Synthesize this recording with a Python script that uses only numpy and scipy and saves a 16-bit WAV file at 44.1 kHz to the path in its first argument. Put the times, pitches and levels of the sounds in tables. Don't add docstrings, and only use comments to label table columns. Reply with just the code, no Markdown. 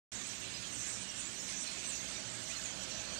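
import sys
import numpy as np
from scipy import signal
from scipy.fft import rfft, irfft, next_fast_len
from scipy.io import wavfile

SR = 44100
rng = np.random.default_rng(int(sys.argv[2]) if len(sys.argv) > 2 else 0)


def ratio(d):
    e = np.asarray(d, float) / 20
    return 10 ** e


def to_wav(s):
    ch = np.atleast_2d(s).T
    pcm = np.round(np.clip(ch, -1, 1) * 32767)
    wavfile.write(sys.argv[1], SR, pcm.astype(np.int16))


N = 140679


# frequency in Hz, strength in dB per Hz.
LEFT_HISS_COLOUR = [(20, 6), (60, 14), (300, 11), (700, 7), (3500, 6), (6500, 10), (8300, 3), (9700, 9.5),
                    (14000, 7.5), (15700, -13)]

# frequency in Hz, strength in dB per Hz.
AIR_COLOUR = [(6650, -39), (11300, 2.5), (14600, 0), (15600, -2)]
# time in seconds, level in dB rms.
AIR_LEVEL = [(0.13, -77), (0.88, -74.5), (1.02, -80.5), (1.44, -71.5), (1.57, -78), (2.0, -71), (2.23, -82),
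             (2.41, -71), (2.8, -77), (3.19, -76)]
# frequency in Hz, strength in dB per Hz.
THIN_BAND_COLOUR = [(9300, -8), (9600, 5), (11300, 2), (11800, -5)]
# time in seconds, level in dB rms.
THIN_BAND_LEVEL = [(0.13, -80), (0.29, -75), (0.5, -84), (0.56, -69), (0.62, -87), (0.73, -83), (0.78, -90),
                   (0.82, -79), (1.15, -83), (1.19, -77), (1.43, -80), (1.49, -75), (1.58, -85),
                   (1.65, -78), (1.67, -98), (1.77, -77.5), (3.18, -81), (3.19, -80)]

# frequency in Hz, strength in dB per Hz.
RUMBLE_COLOUR = [(13, -46), (22, -15), (43, -11), (59, -6.5), (81, -11.5), (113, -1.5), (151, -7.5),
                 (200, -0.5), (325, -5.5), (380, -9.5), (415, -10), (608, -10), (775, -12), (1180, -14),
                 (1400, -14), (1820, -11), (3080, -120)]
# time in seconds, level in dB rms.
RUMBLE_LEVEL = [(0.13, -58), (0.16, -53.5), (0.27, -59), (0.32, -54.5), (0.36, -57), (0.45, -56),
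                (2.35, -56), (3.19, -53)]
# frequency in Hz, width in Hz, level in dB rms.
ENGINE_BANDS = [(56.8, 5, -67.5), (113.1, 6.4, -64), (184, 8.5, -65), (377, 8.8, -70.5)]
# frequency in Hz, width in Hz, level in dB against the other rows.
TYRE_BANDS = [(542, 42, 6), (630, 25, 6), (665, 21, 5.5), (844, 5.7, 1)]
# time in seconds, level in dB rms.
TYRE_LEVEL = [(1.3, -69.5), (2.0, -63.5), (2.6, -62), (3.19, -57)]

# delay in seconds, level in dB against the direct sound.
ECHOES = [(.023, -13), (.051, -15), (.094, -18)]

# frequency in Hz, strength in dB per Hz.
LOW_COLOUR = [(800, -42), (1000, -10), (1180, -10), (1630, -5), (1990, -4), (2580, -1.5), (3300, -2),
              (4250, -2), (5200, -4.5), (5700, -6), (6200, -30)]
# time in seconds, level in dB rms.
LOW_LEVEL = [(0.13, -51), (0.5, -49.5), (0.54, -49.5), (0.73, -51), (0.92, -48.5), (0.95, -51), (1.47, -51),
             (1.49, -47.5), (1.62, -50.5), (1.69, -46.5), (1.77, -49.5), (2.03, -50), (2.14, -49),
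             (2.47, -50), (2.57, -48), (2.59, -49), (3.16, -49.5), (3.19, -50)]
# frequency in Hz, strength in dB per Hz.
MID_COLOUR = [(5000, -28), (5400, -9.5), (5900, -1.5), (6400, 1.5), (6900, -0.5), (7300, -3.5), (7700, -17),
              (8200, -40)]
# time in seconds, level in dB rms.
MID_LEVEL = [(0.13, -50), (0.18, -48.5), (0.54, -54.5), (0.87, -47.5), (1.04, -52.5), (1.63, -47.5),
             (1.64, -50), (1.91, -50.5), (1.96, -47.5), (2.04, -52), (2.45, -52.5), (2.47, -48.5),
             (2.71, -50.5), (2.8, -51), (2.83, -50.5), (2.87, -53), (2.89, -50), (3.17, -50.5)]
# frequency in Hz, strength in dB per Hz.
HIGH_COLOUR = [(6900, -22), (7300, 0.5), (7800, 0), (8330, -0.5), (8860, -8.5), (9300, -16.5), (9600, -33),
               (9900, -80)]
# time in seconds, level in dB rms.
HIGH_LEVEL = [(0.13, -51.5), (0.32, -54), (0.66, -54.5), (0.89, -47), (1.1, -56), (1.14, -52),
              (1.58, -51.5), (1.63, -48.5), (1.65, -54), (1.76, -53), (1.89, -47), (1.94, -51.5),
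              (2.29, -54.5), (2.31, -52.5), (2.68, -53), (2.69, -57), (2.74, -55), (3.17, -56.5)]

# start in seconds, length in seconds,
# first pitch in Hz, last pitch in Hz, level in dB rms at full strength.
WHISTLES = [(0.268, 0.036, 5450, 5440, -58), (0.298, 0.033, 5650, 5600, -56),
            (0.534, 0.05, 4960, 4950, -52.5), (.59, 0.065, 9100, 9100, -63),
            (0.621, 0.066, 3480, 3110, -57), (0.701, .03, 8400, 8460, -57.5),
            (0.722, 0.05, 9100, 7840, -53), (.82, 0.036, 7100, 6750, -52), (0.847, 0.08, 8900, 9180, -62),
            (0.864, 0.1, 7800, 7300, -54), (0.941, 0.1, 5700, 5730, -59), (0.968, 0.089, 8750, 8460, -56.5),
            (1.082, .025, 6400, 5660, -49.5), (1.191, 0.026, 8500, 8600, -50),
            (1.23, 0.018, 8900, 7400, -57), (1.26, 0.028, 7600, 7870, -53), (1.467, .07, 8600, 9280, -56),
            (1.57, 0.083, 6300, 5640, -51.5), (1.582, 0.036, 8750, 8700, -57),
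            (1.615, 0.038, 7700, 8340, -53), (1.623, .11, 8900, 9050, -59), (1.665, 0.057, 4250, 4140, -53),
            (1.76, 0.092, 2450, 2716, -64), (2.133, 0.062, 5520, 5960, -54),
            (1.907, 0.07, 8600, 8550, -58.5), (1.941, 0.038, 6100, 5600, -55),
            (2.05, 0.045, 3050, 3130, -57.5), (2.068, 0.088, 8500, 8770, -58),
            (2.15, 0.019, 3800, 3700, -51.5), (2.325, 0.046, 8300, 8420, -53.5),
            (2.63, 0.036, 8160, 6600, -49.5), (2.519, 0.027, 6100, 7180, -52),
            (2.705, 0.022, 7000, 6530, -51), (1.773, .06, 5700, 6300, -55), (1.84, 0.044, 6270, 5950, -54),
            (2.546, 0.038, 4250, 4213, -49.5), (2.807, .04, 5650, 5990, -51),
            (2.903, 0.031, 5700, 5540, -50), (2.91, 0.027, 4400, 4350, -54),
            (3.032, 0.052, 6050, 6300, -54), (3.035, .05, 4300, 4400, -55),
            (3.121, 0.037, 6200, 6170, -48.5), (3.153, 0.047, 3900, 4740, -50.5)]
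# time in seconds, pitch in Hz, level in dB rms.
LONG_WHISTLES = [
    [(1.865, 8665, -52), (1.889, 7687, -49), (1.923, 7006, -49), (1.945, 6860, -48.5), (2.001, 6435, -49.5),
     (2.037, 6620, -53), (2.097, 6263, -55), (2.13, 6170, -58)],
    [(1.15, 7750, -56), (1.18, 7250, -52), (1.21, 6950, -51), (1.26, 6760, -52), (1.28, 6700, -58)],
    [(2.492, 2330, -54), (2.512, 2480, -51), (2.535, 2900, -53), (2.565, 3150, -60)],
    [(1.0, 3000, -63), (1.1, 2800, -60), (1.2, 2600, -62), (1.3, 2400, -64)],
]

SLIDE_SHARE, EDGE_SHARE = .6, .2
OCTAVE_DB = -31
WAVER = .005
FLUTTER_DB = 3.0

HIGH_SLIDE, HIGH_BUZZ_SHARE, HIGH_BLUR_DB = -.06, .12, -4
LOW_SLIDE, LOW_BUZZ_SHARE, LOW_BLUR_DB = -.03, .75, 1
BUZZ_HZ, BUZZ_DEPTH = 170, .045
SLIDE_SPREAD, ARCH_SPREAD = .09, .035
CALL_S, SIZE_SPREAD_DB, TOP_HZ = .028, 2.6, 9300


def rms_one(x):
    return x / np.sqrt(np.mean(x ** 2) + 1e-20)


def level(rows):
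    s, db = np.transpose(rows)
    return ratio(np.interp(np.arange(N) / SR, s, db))


def at_hz(points, hz):
    p = np.array(points)
    return np.interp(np.log(hz + 1e-3), np.log(p[:, 0]), p[:, 1], left=-90, right=-90)


def drift(rate_hz):
    r = np.exp(-80 * np.pi * rate_hz / SR)
    noise = rng.standard_normal(N // 40 + 2002)
    slow = signal.lfilter([1], [1, -2 * r, r * r], noise)[2000:]
    return np.interp(np.arange(N) / 40, np.arange(len(slow)), rms_one(slow))


def hiss(colour, patchy_db, count):
    size = next_fast_len(N)
    hz = np.arange(size // 2 + 1) * SR / size
    shaped = rfft(rng.standard_normal(size)) * ratio(at_hz(colour, hz))
    edges = np.geomspace(colour[0][0], colour[-1][0], count + 1)
    out = np.zeros(N)
    for a, b in zip(edges, edges[1:]):
        band = irfft(shaped * (hz >= a) * (hz < b), size)[:N]
        out += band * ratio(patchy_db * drift(6.0))
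    return rms_one(out)


def left_hiss():
    return ratio(-83) * hiss(LEFT_HISS_COLOUR, patchy_db=0.5, count=2)


def faint_treble():
    air = level(AIR_LEVEL) * hiss(AIR_COLOUR, patchy_db=3.0, count=10)
    thin_band = level(THIN_BAND_LEVEL) * hiss(THIN_BAND_COLOUR, patchy_db=3.5, count=6)
    return air + thin_band


def drones(bands):
    out = np.zeros(N)
    for hz, width, db in bands:
        r = np.exp(-np.pi * width / SR)
        poles = [1, -2 * r * np.cos(2 * np.pi * hz / SR), r * r]
        out += ratio(db) * rms_one(signal.lfilter([1, 0, -1], poles, rng.standard_normal(N)))
    return out


def traffic():
    rumble = level(RUMBLE_LEVEL) * hiss(RUMBLE_COLOUR, patchy_db=1.0, count=10)
    tyres = level(TYRE_LEVEL) * rms_one(drones(TYRE_BANDS))
    return rumble + drones(ENGINE_BANDS) + tyres


def echoes(x):
    out = x
    for s, db in ECHOES:
        out = out + ratio(db) * np.interp(np.arange(N) - s * SR, np.arange(N), x, left=0)
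    return out


def bird_tone(hz):
    phase = 2 * np.pi * np.cumsum(hz) / SR
    return np.sqrt(2) * (np.sin(phase) + ratio(OCTAVE_DB) * np.sin(2 * phase))


def add_call(out, start, length, first_hz, last_hz, db, buzz, arch, waver):
    i, n = int(start * SR), int(length * SR)
    u = np.arange(max(min(n, N - i), 0)) / n
    here = slice(i, i + len(u))
    slide = (1 - np.exp(-u / SLIDE_SHARE)) / (1 - np.exp(-1 / SLIDE_SHARE))
    shake = buzz * np.sin(2 * np.pi * BUZZ_HZ * u * length)
    bow = arch * np.sin(np.pi * u)
    hz = (first_hz + (last_hz - first_hz) * slide) * (1 + shake + bow + waver[here])
    shape = np.sin(np.pi / 2 * np.clip(np.minimum(u, 1 - u) / EDGE_SHARE, 0, 1)) ** 2
    out[here] += ratio(db) * shape * bird_tone(hz)


def chorus(colour, slide, buzz_share, blur_db, count):
    calls, waver = np.zeros(N), WAVER * drift(76.0)
    chance = rng.random((count, 3))
    normal = np.clip(rng.standard_normal((count, 4)), -2, 2)
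    lowest, highest = colour[1][0], colour[-2][0]
    for (when, pitch, kind), (long, bend, size, bow) in zip(chance, normal):
        hz = lowest + pitch * (highest - lowest)
        move = hz * (slide + SLIDE_SPREAD * bend)
        ceiling = max(TOP_HZ, hz)
        first_hz, last_hz = min(hz - .6 * move, ceiling), min(hz + .4 * move, ceiling)
        db = at_hz(colour, hz) + SIZE_SPREAD_DB * size
        buzz = BUZZ_DEPTH * (kind < buzz_share)
        arch = ARCH_SPREAD * bow * (hz < TOP_HZ - 600)
        add_call(calls, when * N / SR, CALL_S * np.exp(.5 * long), first_hz, last_hz, db, buzz, arch, waver)
    blur = ratio(blur_db) * hiss(colour, patchy_db=-1.5, count=10)
    return rms_one(rms_one(echoes(calls)) + blur)


def long_whistle(rows):
    s, hz, db = np.transpose(rows)
    t = np.arange(N) / SR
    shape = np.clip(np.minimum(t - s[0], s[-1] - t) / .01, 0, 1)
    return level(np.c_[s, db]) * shape * bird_tone(np.interp(t, s, hz))


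def near_birds():
    short, waver = np.zeros(N), WAVER * drift(60.0)
    for row in WHISTLES:
        add_call(short, *row, 0, 0, waver)
    return short * ratio(FLUTTER_DB * drift(83.0)) + sum(map(long_whistle, LONG_WHISTLES))


def scene():
    low = level(LOW_LEVEL) * chorus(LOW_COLOUR, LOW_SLIDE, LOW_BUZZ_SHARE, LOW_BLUR_DB, count=1700)
    mid = level(MID_LEVEL) * chorus(MID_COLOUR, HIGH_SLIDE, HIGH_BUZZ_SHARE, HIGH_BLUR_DB, count=800)
    high = level(HIGH_LEVEL) * chorus(HIGH_COLOUR, HIGH_SLIDE, HIGH_BUZZ_SHARE, HIGH_BLUR_DB, count=800)
    background = faint_treble() + traffic()
    right = 2 * (background + low + mid + high + echoes(near_birds()))
    return np.array([np.zeros(N), right])


def band_limit(x):
    return signal.sosfilt(signal.butter(12, 15730, fs=SR, output="sos"), x)


def record(dry):
    start_s, fade_in_s = 0.1167, 0.0039
    on = np.clip((np.arange(N) / SR - start_s) / fade_in_s, 0, 1)
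    mix = (dry + left_hiss() * [[1], [0]]) * on
    return band_limit(mix)


dry = scene()
out = record(dry)
to_wav(out)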